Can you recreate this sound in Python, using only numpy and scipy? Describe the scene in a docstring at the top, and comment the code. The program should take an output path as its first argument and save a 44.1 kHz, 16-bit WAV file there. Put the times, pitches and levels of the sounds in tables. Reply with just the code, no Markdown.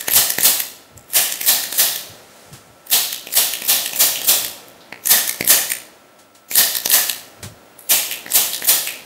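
"""Spring-loaded adjusting instrument

It is fired again and again on a person's back, close to a clip-on microphone. At a shot the handle clacks,
the catch ticks, the hammer trips, the steel spring sizzles out and the handle clicks back: shaped noise bursts.
Blows and ticks flutter between two bare walls (repeated echoes) and fade in a diffuse tail.
Noise also makes the padded table's thuds, cloth brushes and room air; drifting sines make a faint whine."""
import sys
import numpy as np
from scipy import signal
from scipy.fft import rfft, irfft, next_fast_len
from scipy.io import wavfile
from scipy.ndimage import map_coordinates

SR = 44100
rng = np.random.default_rng(int(sys.argv[2]) if len(sys.argv) > 2 else 0)


def store_pcm(level_fs):
    """Save levels as 16-bit WAV."""
    pcm = np.round(np.clip(level_fs, -1, 1) * 32767).astype(np.int16)
    wavfile.write(sys.argv[1], SR, np.atleast_2d(pcm).T)


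N = 399105  # samples
TOP_HZ = 15700  # band limit

# Spectrum of the steel spring and scraping steel: pitch_hz [Hz], level_db [dB per Hz, relative]
SPRING_SPECTRUM = [(1300, -21), (2200, -7.5), (2700, -4.5), (3700, -2.5), (5300, -3), (7500, -0.5),
                   (10500, -1), (13500, 2), (16000, -3)]
# Spectrum of the ringing barrel: pitch_hz [Hz], level_db [dB per Hz, relative]
BARREL_SPECTRUM = [(700, -32), (1100, -17), (1550, -18), (1720, -5), (1820, 0), (1920, -4), (2080, -13),
                   (2600, -20), (4000, -38)]
# Spectrum of brushing cloth: pitch_hz [Hz], level_db [dB per Hz, relative]
CLOTH_SPECTRUM = [(100, -5), (500, -1.5), (3000, -1), (8000, 0), (16000, -10.5)]


def amp(db):
    """Decibels to linear gain."""
    return 10 ** (np.asarray(db) / 20)


def unit(x):
    """Scale to rms 1."""
    return x / np.sqrt(np.mean(x ** 2) + 1e-20)


def colour(points, hz):
    """Gain of (Hz, dB) points on a log axis."""
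    f, db = np.transpose(points)
    return amp(np.interp(np.log(hz + 1), np.log(f + 1), db))


def noise(points, size, ripple_db=0, ripple_hz=600):
    """Coloured noise of rms 1, with chance resonances about ripple_hz apart."""
    hz = np.fft.rfftfreq(size, 1 / SR)
    ripple = map_coordinates(rng.standard_normal(512), [hz / ripple_hz], mode="wrap")
    spectrum = rfft(rng.standard_normal(size)) * colour(points, hz)
    return unit(irfft(spectrum * amp(ripple_db * ripple), size))


def swell(t, rise, t60):
    """Peaks at t = 0: climbs 60 dB in rise seconds, falls 60 dB in t60."""
    return amp(60 * np.minimum(t / rise, -t / t60))


def rattle(depth_db):
    """One second of random level shake, about 250 steps a second, as a gain of rms 1."""
    steps = np.arange(SR) / SR * 250
    return unit(amp(depth_db * map_coordinates(rng.standard_normal(256), [steps], mode="wrap")))


def resonance(hz, skirt_db):
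    """Spectrum of a damped mode, down to skirt_db at 0.7 and 1.54 times its frequency."""
    return [(.5 * hz, -40), (0.7 * hz, skirt_db), (hz, 0), (1.54 * hz, skirt_db), (2 * hz, -30), (4 * hz, -55)]


def contact(points, envelope, ripple_db=0):
    """A brief broadband burst, its random spectrum partly evened out; rms 1 when counted over 4.5 ms."""
    size = len(envelope)
    hz = np.fft.rfftfreq(size, 1 / SR)
    z = rfft(rng.standard_normal(size) * envelope)
    evened = z / np.sqrt(np.abs(z) + 1e-9)
    ripple = map_coordinates(rng.standard_normal(64), [hz / 900], mode="wrap")
    x = irfft(evened * colour(points, hz) * amp(ripple_db * ripple), size)
    return x / np.sqrt(np.sum(x ** 2) / (.0045 * SR))


def add(track, s, sound):
    """Mix a sound into the track from time s."""
    start = round(s * SR)
    sound = sound[max(-start, 0):N - start]
    track[max(start, 0):][:len(sound)] += sound


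def background():
    """Room air, a thin whine of slowly drifting phase, and a soft rustle as the hands move to a new spot."""
    # Room air spectrum: pitch_hz [Hz], level_db [dB per Hz, relative]
    air_spectrum = [(15, -22.5), (25, -17), (86, -8), (178, -3), (267, 1), (421, -1), (598, 3), (1200, -8),
                    (1300, -5), (1410, -6), (4620, -16), (9500, -19.5), (15000, -21)]
    # Room air level over time: time_s [s], level_db [dB, before the trim below]
    air_levels = [(0.0, -41), (0.28, -38), (0.91, -44.5), (1.71, -35.5), (2.7, -44), (4.21, -34),
                  (4.89, -41.5), (5.52, -37.5), (6.37, -47), (6.83, -39.5), (7.81, -42), (8.12, -37.5),
                  (9.05, -38.5)]
    # Whine tones: pitch_hz [Hz], level_db [dB rms]
    whine_tones = [(102, -70), (614, -76.5), (1335, -60)]
    t = np.arange(N) / SR
    air_trim_db = -5
    air = amp(np.interp(t, *np.transpose(air_levels)) + air_trim_db) * noise(air_spectrum, N)
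    whine = np.zeros(N)
    for hz, db in whine_tones:
        drift = np.cumsum(rng.standard_normal(N)) / np.sqrt(SR)
        whine += amp(db) * np.sqrt(2) * np.sin(2 * np.pi * hz * t + 6 * drift)
    rustle = amp(-48.0) * noise(CLOTH_SPECTRUM, N) * swell(t - 2.42, 2.5, 2.0)
    return air + whine + rustle


def handling():
    """Weight shifts on the padding in soft low thuds, and cloth brushes cloth."""
    # Padded table spectrum: pitch_hz [Hz], level_db [dB per Hz, relative]
    pad_spectrum = [(25, -13.5), (60, -9.5), (100, -0.5), (170, -7), (280, -17), (700, -26), (2000, -76)]
    # Soft thuds of the table: start_s [s], level_db [dB], t60_s [s]
    thuds = [(0.171, -31.5, 0.15), (0.954, -42, 0.31), (2.092, -47, 0.57), (2.527, -38.5, 0.2),
             (2.69, -48, 0.24), (4.442, -43, .25), (7.448, -31, 0.14), (7.51, -40, 0.21)]
    # Sleeve and shirt brushing: start_s [s], level_db [dB], t60_s [s]
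    brushes = [(2.53, -37.5, 0.34), (6.19, -45.5, 0.27), (6.35, -45, 0.25), (7.43, -28.5, 0.23)]
    out, t = np.zeros(N), np.arange(SR) / SR - 1 / 10
    for s, db, t60 in thuds:
        add(out, s + t[0], amp(db) * noise(pad_spectrum, SR) * swell(t - .01, 0.2, t60))
    for s, db, t60 in brushes:
        add(out, s + t[0], amp(db) * noise(CLOTH_SPECTRUM, SR) * swell(t, 0.0142, t60))
    return out


def reverb(x, low_t60=1.1, high_t60=0.25):
    """The small room's diffuse tail, treble dying first."""
    hz, t, z = signal.stft(rng.standard_normal(SR), SR, nperseg=256)
    t60 = np.interp(np.log(hz + 1), np.log([500, 12000]), [low_t60, high_t60])
    tail = signal.istft(z * amp(-60 * t / t60[:, None]), SR, nperseg=256)[1]
    return signal.fftconvolve(x, tail / np.linalg.norm(tail))[:N]


def flutter(x, first_db, trip_db):
    """Sound bounces between parallel walls, a little weaker on every round trip."""
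    round_trip_s = .0167
    out = x.copy()
    for k in range(12):
        lag = round((k + 1) * round_trip_s * SR)
        out[lag:] += amp(first_db + k * trip_db) * x[:-lag]
    return out


def contacts():
    """Every press, catch slip, stray tick and release as (s, steel dB, ring dB, ring Hz, knock dB)."""
    # The handle is pressed home: start_s [s], knock_db [dB], steel_db [dB], ring_hz [Hz]
    presses = [(0.084, -25.5, -16.5, 1910), (0.3857, -24.5, -18.5, 1860), (1.4136, -38, -19.5, 2000),
               (1.7267, -37.5, -20.5, 1800), (3.2713, -38, -35.5, 2670), (3.6211, -38.5, -26, 2300),
               (3.934, -35.5, -26, 2550), (4.2172, -38, -26, 3230), (4.9259, -35, -52, 2010),
               (5.4098, -22, -22.5, 2100), (6.514, -37.5, -24, 2370), (6.8598, -26.5, -14, 4230),
               (8.2638, -37.5, -39, 1900), (8.6228, -34, -30, 1910)]
    # Catch slips, and a few faint stray high ticks: start_s [s], ring_db [dB], ring_hz [Hz]
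    catches_and_ticks = [(0.1104, -18, 12400), (.1367, -11, 10800), (.408, -17, 13100),
                         (0.433, -10.5, 10200), (0.9774, -36.5, 7640), (1.1352, -21, 10600),
                         (1.4636, -17, 14500), (1.7544, -32, 13700), (2.8706, -34, 14200),
                         (2.903, -24.5, 14300), (3.3398, -18, 12000), (3.6515, -24, 14100),
                         (3.9607, -21, 14300), (4.247, -23, 14400), (4.684, -41, 12900),
                         (5.0582, -19, 7000), (5.072, -11.5, 10500), (5.448, -21, 12400),
                         (5.4772, -11, 10900), (6.556, -10, 9400), (6.901, -12, 11000), (6.9156, -14, 3470),
                         (7.792, -35.5, 11300), (8.3213, -18.5, 9600)]
    # The handle springs back: start_s [s], steel_db [dB], ring_db [dB], ring_hz [Hz]
    releases = [(0.01, -24, -35, 1870), (.304, -14, -36, 1620), (0.6026, -14.5, -26, 1750),
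                (1.324, -19, -32, 1940), (1.6385, -23, -28.5, 1820), (1.9604, -23, -25.5, 3660),
                (3.1288, -21.5, -25, 3500), (3.5369, -21, -24.5, 2930), (3.861, -20.5, -21, 2930),
                (4.1577, -28, -22.5, 2930), (4.4483, -21, -27, 3280), (5.2781, -19, -43, 1970),
                (5.2946, -15, -23, 2120), (5.7034, -21, -24, 2050), (5.7189, -15, -22.5, 2160),
                (6.753, -17.5, -22.5, 4180), (6.769, -17, -20, 4350), (7.097, -15, -16, 3430),
                (8.1133, -25.5, -24.5, 2470), (8.1236, -24, -26, 2580), (8.5343, -25, -21.5, 3750),
                (8.546, -23, -21.5, 4400), (8.8735, -21.5, -26, 2623)]
    # a press's ring grows more slowly than its knock (dB per dB)
    usual_knock_db, usual_ring_db, ring_per_knock = -34, -24.5, 0.76
    # the stronger the ring of a slip or tick, the more steel scrapes (dB per dB)
    hard_tick_db, hard_steel_db, steel_per_ring = -9, -14.5, 1.01
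    tick_knock_db = -30.5  # relative to the ring
    release_knock_db = -33.5  # relative to the steel: letting go hardly pushes the grip
    rows = []
    for s, knock_db, steel_db, hz in presses:
        ring_db = usual_ring_db + ring_per_knock * (knock_db - usual_knock_db)
        rows.append((s, steel_db, ring_db, hz, knock_db))
    for s, ring_db, hz in catches_and_ticks:
        steel_db = hard_steel_db + steel_per_ring * (ring_db - hard_tick_db)
        rows.append((s, steel_db, ring_db, hz, ring_db + tick_knock_db))
    for s, steel_db, ring_db, hz in releases:
        rows.append((s, steel_db, ring_db, hz, steel_db + release_knock_db))
    return rows  # steel and knock get a trim in clicks()


def clicks():
    """Short contacts: each mixes scraping steel, a damped ring, a stir of the barrel and a push on the grip."""
    # Spectrum of the pushed grip: pitch_hz [Hz], level_db [dB per Hz, relative]
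    grip_spectrum = [(40, -18.5), (150, -2.5), (450, 0.5), (950, -3.5), (1300, -19.5), (2500, -27.5)]
    overtone_ratio, overtone_db = 2.2, -10.5  # second mode of the handle
    steel_trim_db, knock_trim_db = 4.0, 5
    out, t = np.zeros(N), np.arange(4096) / SR - 1 / 40
    for s, steel_db, ring_db, ring_hz, knock_db in contacts():
        scraping = swell(t, 0.0049, 0.01) + amp(-8.5) * swell(t, 0.058, 0.032)
        steel = contact(SPRING_SPECTRUM, scraping, ripple_db=3.5)
        ringing = swell(t, 0.0021, 0.0079) + amp(-15.0) * swell(t, .01, 0.058)
        ring = contact(resonance(ring_hz, skirt_db=-17), ringing)
        overtone_hz = overtone_ratio * ring_hz
        if overtone_hz < TOP_HZ:
            ring = ring + amp(overtone_db) * contact(resonance(overtone_hz, skirt_db=-23.5), ringing)
        barrel = contact(BARREL_SPECTRUM, swell(t, 0.0029, 0.021))
        knock = contact(grip_spectrum, swell(t, 0.002, 0.0042))
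        click = amp(steel_db + steel_trim_db) * (steel + amp(-14.5) * barrel)
        click += amp(ring_db) * ring + amp(knock_db + knock_trim_db) * knock
        add(out, s + t[0], click)
    return out


def twangs():
    """After some releases the spring shivers on in one cluster of modes; two faint rustles stand alone."""
    # Spring twangs and two faint rustles: start_s [s], level_db [dB], pitch_hz [Hz]
    twangs_and_rustles = [(3.128, -34, 3070), (3.537, -32.5, 2870), (4.159, -28.5, 2950),
                          (4.806, -47, 3830), (7.791, -44, 10200), (8.114, -29, 2700), (8.875, -27, 2500)]
    out, t = np.zeros(N), np.arange(SR) / SR
    for s, db, hz in twangs_and_rustles:
        add(out, s, amp(db - 60 * t / 0.44) * noise(resonance(hz, skirt_db=-14.5), SR))
    return out


def shots():
    """The handle scrapes, the hammer slides and strikes; the coil's dense modes ring on, the lower ones longest."""
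    # Shots: start_s [s], spring_db [dB before trim], barrel_db [dB before trim], scrape_db [dB, squeezing],
    # mode_hz [Hz, strongest coil mode], mode_db [dB]
    shot_list = [(-.13, -22, -21, -25, 3600, -34), (.164, -9, -26, -18, 3560, -43),
                 (.455, -9, -29, -18.5, 3820, -42), (1.166, -11, -25.5, -31, 2900, -26.5),
                 (1.488, -11, -27.5, -22.5, 4030, -19), (1.8, -11, -25.5, -20.5, 4040, -20.5),
                 (2.935, -11.5, -29, -41.5, 3800, -17.5), (3.374, -11, -30, -23, 3660, -21.5),
                 (3.7, -11.5, -30.5, -24.5, 3700, -19), (4.012, -10, -29, -19.5, 3920, -24.5),
                 (4.293, -9.5, -32.5, -25, 3780, -28), (5.114, -8.5, -20.5, -25, 4370, -29),
                 (5.506, -8, -21, -39, 3380, -31), (6.584, -10, -23, -17, 4220, -18.5),
                 (6.94, -9.5, -22, -26, 4530, -46), (7.916, -10.5, -31.5, -45, 2710, -23),
                 (8.358, -10.5, -31, -25, 3100, -24.5), (8.693, -10, -27.5, -20, 3450, -25)]
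    # Spectrum of the tip's knock: pitch_hz [Hz], level_db [dB per Hz, relative]
    knock_spectrum = [(30, -87), (90, -40), (170, 0.5), (330, -1.5), (480, 4), (680, 11), (950, 5),
                      (1300, 3.5), (2200, -7.5)]
    usual_shot_db, usual_t60_s, t60_s_per_db = -13, 0.5, 0.01  # a harder shot dies sooner
    spring_trim_db, barrel_trim_db = 1.5, -2
    knock_under_db = 15  # below the untrimmed spring level
    out, t = np.zeros(N), np.arange(SR) / SR - 1 / 10
    hz = np.fft.rfftfreq(SR, 1 / SR)
    high_share = 1 / (1 + (7000 / (hz + 1)) ** 4)
    tripped = np.clip((t + 0.027) / 0.0082, 0, 1)  # the catch lets go just before the blow
    for s, spring_db, barrel_db, scrape_db, mode_hz, mode_db in shot_list:
        t60 = usual_t60_s - t60_s_per_db * (spring_db - usual_shot_db)
        scrape = noise(SPRING_SPECTRUM, SR, ripple_db=4, ripple_hz=925) * rattle(depth_db=4)
        scrape *= swell(t + 0.038, 0.13, 0.25) * (1 - tripped)
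        coil = noise(SPRING_SPECTRUM, SR, ripple_db=1.7, ripple_hz=200.2) * rattle(depth_db=0.33)
        high = irfft(rfft(coil) * high_share, SR)
        spring = high * swell(t, 0.24, 1.004 * t60) + (coil - high) * swell(t, 0.071, 1.356 * t60)
        crack = amp(-2.5) * noise(SPRING_SPECTRUM, SR, ripple_db=3.0) * swell(t, 0.049, 0.038)
        mode = noise(resonance(mode_hz, skirt_db=-9), SR) * swell(t, 0.11, 0.7)
        # the loose barrel rattles as it rings
        barrel_envelope = swell(t, 0.12, .62) + amp(-10) * swell(t, 0.0098, 0.058)
        barrel = noise(BARREL_SPECTRUM, SR) * rattle(depth_db=3) * barrel_envelope
        knock = noise(knock_spectrum, SR) * swell(t - .012, 0.17, 0.51)
        blow = amp(spring_db + spring_trim_db) * (spring + crack) + amp(mode_db) * mode
        blow += amp(barrel_db + barrel_trim_db) * barrel + amp(spring_db - knock_under_db) * knock
        add(out, s + t[0], tripped * blow + amp(scrape_db) * scrape)
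    return out


def scene():
    """Blows and ticks flutter between the walls and fade in the room; both channels are the same."""
    # The flutter is strong when the therapist stands upright, weak when he leans over the table:
    # time_s [s], first_echo_db [dB]
    posture = [(.6, -11), (1.3, -7), (4.5, -6), (4.9, -9), (7.2, -9.5), (7.9, -5)]
    blows, ticks = shots() + twangs(), clicks()
    echo_gain = amp(np.interp(np.arange(N) / SR, *np.transpose(posture)))
    tick_echoes = flutter(ticks, first_db=0, trip_db=-3.4) - ticks
    echoing_ticks = ticks + echo_gain * tick_echoes
    echoing_blows = flutter(blows, first_db=-26, trip_db=-1.5)
    tail = amp(-16) * reverb(blows + ticks)
    mono = echoing_ticks + echoing_blows + tail + handling() + background()
    return np.array([mono, mono])


def record(dry):
    """The microphone sheds deep bass, the loudest peaks round off near full scale, and the top is cut off."""
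    lean = signal.sosfilt(signal.butter(2, 50, "highpass", fs=SR, output="sos"), dry)
    clipped = lean / (1 + np.abs(lean / 1.02) ** 6) ** (1 / 6)
    size = next_fast_len(N + 8192)
    passband = np.fft.rfftfreq(size, 1 / SR) < TOP_HZ
    return irfft(rfft(clipped, size) * passband, size)[:, :N]


dry = scene()
out = record(dry)
store_pcm(out)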